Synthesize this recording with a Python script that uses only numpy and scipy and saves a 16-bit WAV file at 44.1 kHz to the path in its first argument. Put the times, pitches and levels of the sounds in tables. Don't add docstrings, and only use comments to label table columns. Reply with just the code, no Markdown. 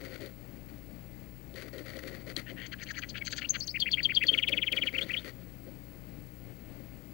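import sys
import numpy as np
from scipy import signal
from scipy.fft import rfft, irfft, next_fast_len
from scipy.io import wavfile
from scipy.ndimage import map_coordinates

SR = 44100
rng = np.random.default_rng(int(sys.argv[2]) if len(sys.argv) > 2 else 0)


def transcribe(signal):
    frames = np.atleast_2d(signal).T
    limited = np.clip(frames, -1, 1)
    pcm = np.round(limited * 32767).astype(np.int16)
    wavfile.write(sys.argv[1], SR, pcm)


N = 314433
TIME = np.arange(N) / SR
MAINS_HZ = 59.89


def amp(db):
    return 10 ** (np.asarray(db) / 20)


def unit(x):
    return x / np.sqrt(np.mean(x ** 2) + 1e-20)


def along(points, hz):
    f, v = np.transpose(points)
    return np.interp(np.log(hz + 1), np.log(f + 1), v)


def wobble(rate, size):
    knots = rng.standard_normal(size // 4 + 8)
    return map_coordinates(knots, [np.arange(size) * rate / SR], mode="wrap")


def filtered(x, response):
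    m = next_fast_len(N + 8192)
    return irfft(rfft(x, m) * response(np.fft.rfftfreq(m, 1 / SR)), m)[..., :N]


def coloured(x, points, size=2048):
    log_gain = np.log(amp(along(points, np.fft.rfftfreq(size, 1 / SR))))
    cepstrum = irfft(log_gain)
    cepstrum[1:size // 2] *= 2
    cepstrum[size // 2 + 1:] = 0
    impulse = irfft(np.exp(rfft(cepstrum)))
    return signal.oaconvolve(x, impulse)[:N]


def modes(table, hz):
    return sum(amp(db) * 1j * hz * w / (c * c - hz * hz + 1j * hz * w) for c, w, db in table)


def add(track, s, sound):
    part = track[round(s * SR):][:len(sound)]
    part += sound[:len(part)]


# f/Hz, width/Hz, level/dB
WOOD_MODES = [(244, 44, -2.5), (323, 79, 0.5), (422, 54, -1.5), (530.5, 36.7, 3), (655, 175, -14)]


def wood(hz):
    return sum((-1) ** k * modes([mode], hz) for k, mode in enumerate(WOOD_MODES))


# t/s, length/s, wood scrape level/dB, straw level/dB (both relative)
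SHUFFLE_MOVES = [ (0, .16, -48, -59), (0.196, 0.066, -44.5, -57.5), (0.68, 0.018, -59, -69),
                 (1.548, 0.051, -48.5, -55), (1.62, 0.061, -47.5, -63.5), (1.726, 0.084, -45.5, -57.5),
                 (1.848, .15, -49, -57.5), (2.019, .13, -48, -59), (2.17, 0.045, -63, -63.5),
                 (2.261, .04, -45, -56), (2.357, .035, -47, -52), (2.486, 0.029, -46, -63.5),
                 (4.23, .02, -44.5, -58.5), (4.307, 0.051, -43.5, -57), (4.373, .025, -53.5, -60.5),
                 (4.48, .11, -46, -60.5), (4.62, 0.058, -58, -64), (4.712, .085, -45.5, -57),
                 (4.828, 0.038, -48, -55.5), (4.923, .115, -46.5, -57), (5.05, 0.16, -53.5, -60.5),
                 (5.241, .04, -47, -54), (5.388, 0.037, -60, -73), (5.663, .02, -49.5, -71),
                 (6.785, 0.023, -53.5, -74), ]
# f/Hz, relative level/dB
STRAW_COLOUR = [(530, -58), (900, -26.5), (1420, -5.5), (1680, -10.5), (1920, 0.5), (2780, -15),
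                (3040, -13), (3930, -15.5), (4550, -7), (5030, -23.5), (5560, -22.5), (6430, -21),
                (7520, -30), (10100, -26), (13000, -30)]
SHUFFLE_ATTACK_S, SHUFFLE_T60_S = 0.011, 0.14


def shuffling(straw_db=7, scrape_db=-2, grain_rate=2200, uneven_db=1.2, surge_db=1.5):
    scrape, straw = np.zeros((2, N))
    t = np.arange(SR // 2) / SR
    for s, length, wood_db, stalk_db in SHUFFLE_MOVES:
        settling = amp(-60 * np.maximum(t - length, 0) / SHUFFLE_T60_S)
        push = np.minimum(t / SHUFFLE_ATTACK_S, 1) * settling
        add(scrape, s, amp(wood_db) * push)
        add(straw, s, amp(stalk_db) * push)
    clumps = amp(2.74 * wobble(130, N) + surge_db * wobble(35, N))
    slips = (rng.random(N) < grain_rate / SR) * rng.standard_normal(N) * clumps
    rough_noise = rng.standard_normal(N) * amp(uneven_db * wobble(60, N))
    rubbing = unit(filtered(rough_noise, wood))
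    rustle = unit(coloured(slips, STRAW_COLOUR))
    return amp(straw_db) * straw * rustle + amp(scrape_db) * scrape * rubbing


# f/Hz, relative level/dB
HUM_OUTLINE = [(60, -56.5), (120, -56.5), (180, -62.5), (240, -73.5), (300, -63.5), (420, -79),
               (720, -85.5), (1260, -85.5), (2400, -90), (4000, -104), (12500, -106), (15000, -100)]


def mains(scatter_db=3, size=8192, count=251):
    hz = MAINS_HZ * np.arange(1, count + 1)
    unevenness_db = scatter_db * (hz > 400) * rng.standard_normal(count)
    levels = amp(along(HUM_OUTLINE, hz) + unevenness_db)
    harmonics = levels * np.exp(2j * np.pi * rng.random(count))
    cycle = irfft(np.append(0, harmonics), size) * size / np.sqrt(2)
    return np.interp(TIME * MAINS_HZ % 1 * size, np.arange(size), cycle)


# position/share of the field, relative level/dB
FIELD_BURSTS = [(.52, 0.5), (.82, 0)]
# f/Hz, relative level/dB
FIZZ_COLOUR = [(9500, -30), (11200, -10), (12500, -13), (13900, -1.5), (14800, -5.5), (15700, 0),
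               (16200, -41)]
WHISTLE_HZ = 15718


def video_whistle(whistle_db=-58, half_rate_db=-87, fizz_db=-74.0, spike_db=-62, spike_width=.03, field_peak=.7):
    cycle = MAINS_HZ * TIME % 1
    field = np.clip(1 / 2 + .9 * np.cos(2 * np.pi * (cycle - field_peak)), .2, 1)
    phase = 2 * np.pi * WHISTLE_HZ * TIME + .12 * wobble(300, N)
    flicker = amp(.6 * wobble(70, N))
    whistle = amp(whistle_db) * flicker * np.sqrt(2) * np.sin(phase)
    half_rate = amp(half_rate_db) * np.sqrt(2) * np.sin(phase / 2)
    spikes = sum(amp(spike_db + db) * np.exp(-((cycle - at) / spike_width) ** 2) for at, db in FIELD_BURSTS)
    fizz = unit(coloured(rng.standard_normal(N), FIZZ_COLOUR))
    return field * (whistle + amp(fizz_db) * fizz) + spikes * fizz + half_rate


# f/Hz, relative level/dB in each Hz
NOISE_FLOOR = [(15, -86), (40, -83), (150, -77), (290, -78.5), (400, -88.5), (560, -86), (700, -94),
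               (1050, -102.3), (1650, -101.2), (2150, -97.5), (3600, -108), (4550, -104), (5200, -111),
               (8000, -110.5), (9700, -113), (12000, -112.5), (16000, -112)]


def background(drift_db=1.57):
    noise = filtered(rng.standard_normal(N), lambda hz: amp(along(NOISE_FLOOR, hz))) * np.sqrt(SR / 2)
    rumble = filtered(noise, lambda hz: 1 / (1 + (hz / 3000) ** 2))
    drift = amp(drift_db * wobble(12, N))
    return noise + rumble * (drift - 1)


# t/s, bright noise level/dB, middle noise level/dB, low knock level/dB (all relative)
CLICK_HITS = [(0.2095, -52, -52, -36), (0.261, -44.5, -49.5, -47), (1.5407, -54, -50, -34.5),
              (1.782, -47.5, -45.5, -49), (1.9684, -54.5, -45, -29), (2.2913, -57, -55, -41),
              (2.365, -39.5, -27.5, -27), (2.3774, -39, -48, -46), (3.678, -46.5, -45, -50),
              (3.8016, -39, -37, -48), (4.2363, -43, -39, -41), (4.4854, -42.5, -39, -32),
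              (4.4937, -41, -38, -58), (4.724, -37.5, -37, -39)]
# f/Hz, relative level/dB
BRIGHT_COLOUR = [(2000, -20), (6000, -8), (11000, 6), (15000, -3)]
# f/Hz, relative level/dB
MIDDLE_COLOUR = [(900, -38), (1400, -13.5), (2400, -24.5), (3100, 7), (4500, 4.5), (5300, -7.5),
                 (7200, -9.5), (15000, -54)]


def clicks(bright_gain_db=-3, middle_gain_db=7, knock_gain_db=11, tail_db=-18, knock_t60=0.065):
    bright, middle, knocks = np.zeros((3, N))
    t = np.arange(SR // 8) / SR
    fade = amp(-60 * t / .011) + amp(tail_db - 60 * t / .08)
    for s, bright_db, middle_db, knock_db in CLICK_HITS:
        add(bright, s, amp(bright_db + bright_gain_db) * fade * rng.standard_normal(len(t)))
        add(middle, s, amp(middle_db + middle_gain_db) * fade * rng.standard_normal(len(t)))
        knock = amp(knock_db + knock_gain_db - 60 * t / knock_t60)
        add(knocks, s, knock * rng.standard_normal(len(t)))
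    return coloured(bright, BRIGHT_COLOUR) + coloured(middle, MIDDLE_COLOUR) + filtered(knocks, wood)


# t/s, syllable, length/s, relative level/dB
OPENING_NOTES = [ (2.456, "churr", 0.064, -51), (2.557, "churr", 0.12, -49), (2.655, "tsip", .02, -50),
                 (2.713, "chit", 0.035, -44), (3.017, "chak", .037, -39.3), (3.085, "peep", .033, -42.5),
                 (3.137, "rasp", 0.057, -42), (3.207, "tup", .023, -35), (3.41, "chak", .034, -39.5),
                 (3.435, "lift", .028, -35), (3.485, "squeak", .029, -30), (3.531, "slur", 0.041, -36), ]
SONG_MOTIFS = { "chatter": [("scratch", 0, .023, -52, 2.5), ("arch", .017, .046, -45.5, 4),
               ("tsip", 0.043, .02, -47.5, 1.5)], "hooks": [("hook", 0, .0465, -41.5, .5)],
               "scoops": [("dive", 0, .02, -35.5, .5), ("scoop", .018, .034, -39.5, .5)],
               "seesaw": [("warble", .0005, .0405, -32.5, 1.8), ("zip", .0545, .038, -35, -1.7),
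               ("tew", 0.0734, .028, -24.5, 4.4)], "trill": [("trill", 0, .0355, -25, -1.8)],
               "flourish": [("roll", 0, .036, -35, 0), ("chew", 0.042, .028, -28, 0),
               ("wheet", 0.073, .042, -30, -.5)], }
# t/s, motif, repeats, period/s, slowing/s per repeat
MOTIF_RUNS = [ (2.7795, "chatter", 3, .078, 0), (3.243, "hooks", 3, .0555, 0),
              (3.5938, "scoops", 2, .072, 0), (3.7375, "seesaw", 5, .1138, .0014),
              (4.3233, "trill", 12, .0477, .00024), (4.9335, "flourish", 2, .155, 0), ]
PITCH_SAG = .025


def score():
    notes = [(*note, 1) for note in OPENING_NOTES]
    for start, motif, count, period, slowing in MOTIF_RUNS:
        for k in range(count):
            s = start + k * period + slowing * k * k / 2
            progress = k / (count - 1)
            settled = 1 - (1 - progress) ** 2
            tuning = 1 + PITCH_SAG * (1 / 2 - progress)
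            for name, delay, length, db, swell_db in SONG_MOTIFS[motif]:
                notes.append((s + delay, name, length, db + swell_db * settled, tuning))
    return notes


VOICE_TONES = { "clear": (-43.5, -51.5, 0.0374, 0), "husky": (-35, -21.5, 0.07, 0.18),
               "reedy": (-10.5, -22, 0.14, 0.05), "brassy": (2, -20, 0.23, 0.36),
               "split": (-13.5, -3.5, 0.2, 0.16), "harsh": (-24, -13, 0.22, 0.4),
               "buzzy": (-15.5, -3, 0.12, 0.33), }
SYLLABLE_SHAPES = { "churr": ("buzzy", .22, 0.092, [1860, 1970, 2100]),
                   "chit": ("split", .3, 0.24, [1660, 2300, 1995, 1400]),
                   "scratch": ("harsh", 0.44, 0.092, [2300, 2700, 3250]),
                   "arch": ("reedy", .45, .15, [1650, 2050, 2143, 1876, 1640]),
                   "tsip": ("harsh", 0.52, .2, [7050, 5750, 4930]),
                   "chak": ("harsh", .25, 0.45, [2900, 2650, 2140, 2050]),
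                   "peep": ("reedy", .35, 0.64, [2180, 5030, 4600, 4220, 4080]),
                   "rasp": ("harsh", .3, .2, [2290, 2540, 2850, 2050]),
                   "tup": ("husky", 0.63, 0.26, [2150, 2250, 1930]),
                   "hook": ("brassy", .66, 0.23, [2040, 3155, 3600, 3170, 2207, 1846, 1450]),
                   "lift": ("husky", .5, .15, [1880, 2440, 2850, 2550]),
                   "squeak": ("clear", .55, 0.18, [2980, 4950, 6850, 6560, 6300, 5850]),
                   "slur": ("split", 0.63, 0.28, [1900, 2285, 2350, 1940, 1600]),
                   "dive": ("husky", .75, 0.14, [7000, 6500, 4880, 4200]),
                   "scoop": ("clear", .35, .1, [4200, 4700, 5180, 5220]),
                   "warble": ("clear", 0.36, .12, [2054, 2395, 1986, 2518, 2110, 2677, 2700, 2396, 2060, 1657]),
                   "zip": ("husky", 0.31, 0.73, [2702, 4350, 4596, 4250, 4110, 4000]),
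                   "tew": ("clear", 0.48, 0.44, [3790, 3440, 3246, 3170, 3140]),
                   "trill": ("clear", 0.46, 0.55, [3040, 3450, 2950, 3402, 2850, 2387, 2234, 2097, 1950]),
                   "roll": ("clear", .25, 0.13, [1900, 2300, 1955, 2455, 2694, 2360, 1800]),
                   "chew": ("clear", 0.42, 0.58, [2630, 3170, 2630, 2210, 2100]),
                   "wheet": ("clear", 0.27, .75, [2850, 3280, 3440, 3670, 3720]), }


def syllable(name, length, tuning, third_db=-9, shimmer_db=1.8, pulse_hz=118, curve=1.11, undertone_db=-3.5):
    voice, attack, release, path = SYLLABLE_SHAPES[name]
    overtone_db, half_db, rough, pulsing = VOICE_TONES[voice]
    t = np.arange(int(length * SR)) / SR
    u = t / length
    glide = map_coordinates(np.array(path, float), [u * (len(path) - 1)], mode="nearest")
    shaken_pitch = tuning * glide * (1 + rough * wobble(1500, len(t)))
    phase = 2 * np.pi * np.cumsum(shaken_pitch) / SR
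    overtones = np.sin(2 * phase) + amp(third_db) * np.sin(3 * phase)
    halves = amp(undertone_db) * np.sin(phase / 2) + np.sin(phase + phase / 2)
    tone = np.sin(phase) + amp(overtone_db) * overtones + amp(half_db) * halves
    envelope = np.clip(np.minimum(u / attack, (1 - u) / release), 0, 1) ** curve
    shimmer = amp(shimmer_db * wobble(450, len(t)))
    pulses = 1 + pulsing * np.sin(2 * np.pi * pulse_hz * t)
    return np.sqrt(2) * tone * envelope * shimmer * pulses


def echo(x, t60, size=8192):
    tail = rng.standard_normal(size) * amp(-60 * np.arange(size) / SR / t60)
    return signal.fftconvolve(x, tail / np.linalg.norm(tail))


# f/Hz, relative level/dB
BOX_COLOUR = [(950, -28.5), (1400, 4), (2000, -2), (2600, -2.5), (3150, 1.5), (3750, -7), (4500, 5),
              (5400, -10.5), (6450, 5), (7200, -11), (8200, -11), (9500, -30), (15000, -63)]
# f/Hz, width/Hz, level/dB
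AIR_MODES = [(1946, 81, -7), (4370, 31, -2), (4600, 29, -3.5), (6184, 45, -4), (6400, 59, -6)]


def song(box_db=-14, box_t60=0.056, garden_db=-23.0, garden_t60=0.61, slap_db=-29, slap_s=.087):
    track = np.zeros(N)
    for s, name, length, db, tuning in score():
        note = amp(db) * syllable(name, length, tuning)
        add(track, s, note)
        add(track, s + slap_s, note * amp(slap_db))
        add(track, s, echo(note, t60=box_t60) * amp(box_db))
        add(track, s, echo(note, t60=garden_t60, size=16384) * amp(garden_db))
    return filtered(coloured(track, BOX_COLOUR), lambda hz: 1 + modes(AIR_MODES, hz))


def scene(right_db=-22.5, right_hiss_db=-85):
    microphone = shuffling() + mains() + video_whistle() + background() + clicks() + song()
    left = 2 * microphone / (1 + amp(right_db))
    right = amp(right_db) * left + amp(right_hiss_db) * rng.standard_normal(N)
    return np.array([left, right])


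TOP_HZ = 15765


def record(dry):
    return filtered(dry, lambda hz: hz < TOP_HZ)


dry = scene()
out = record(dry)
transcribe(out)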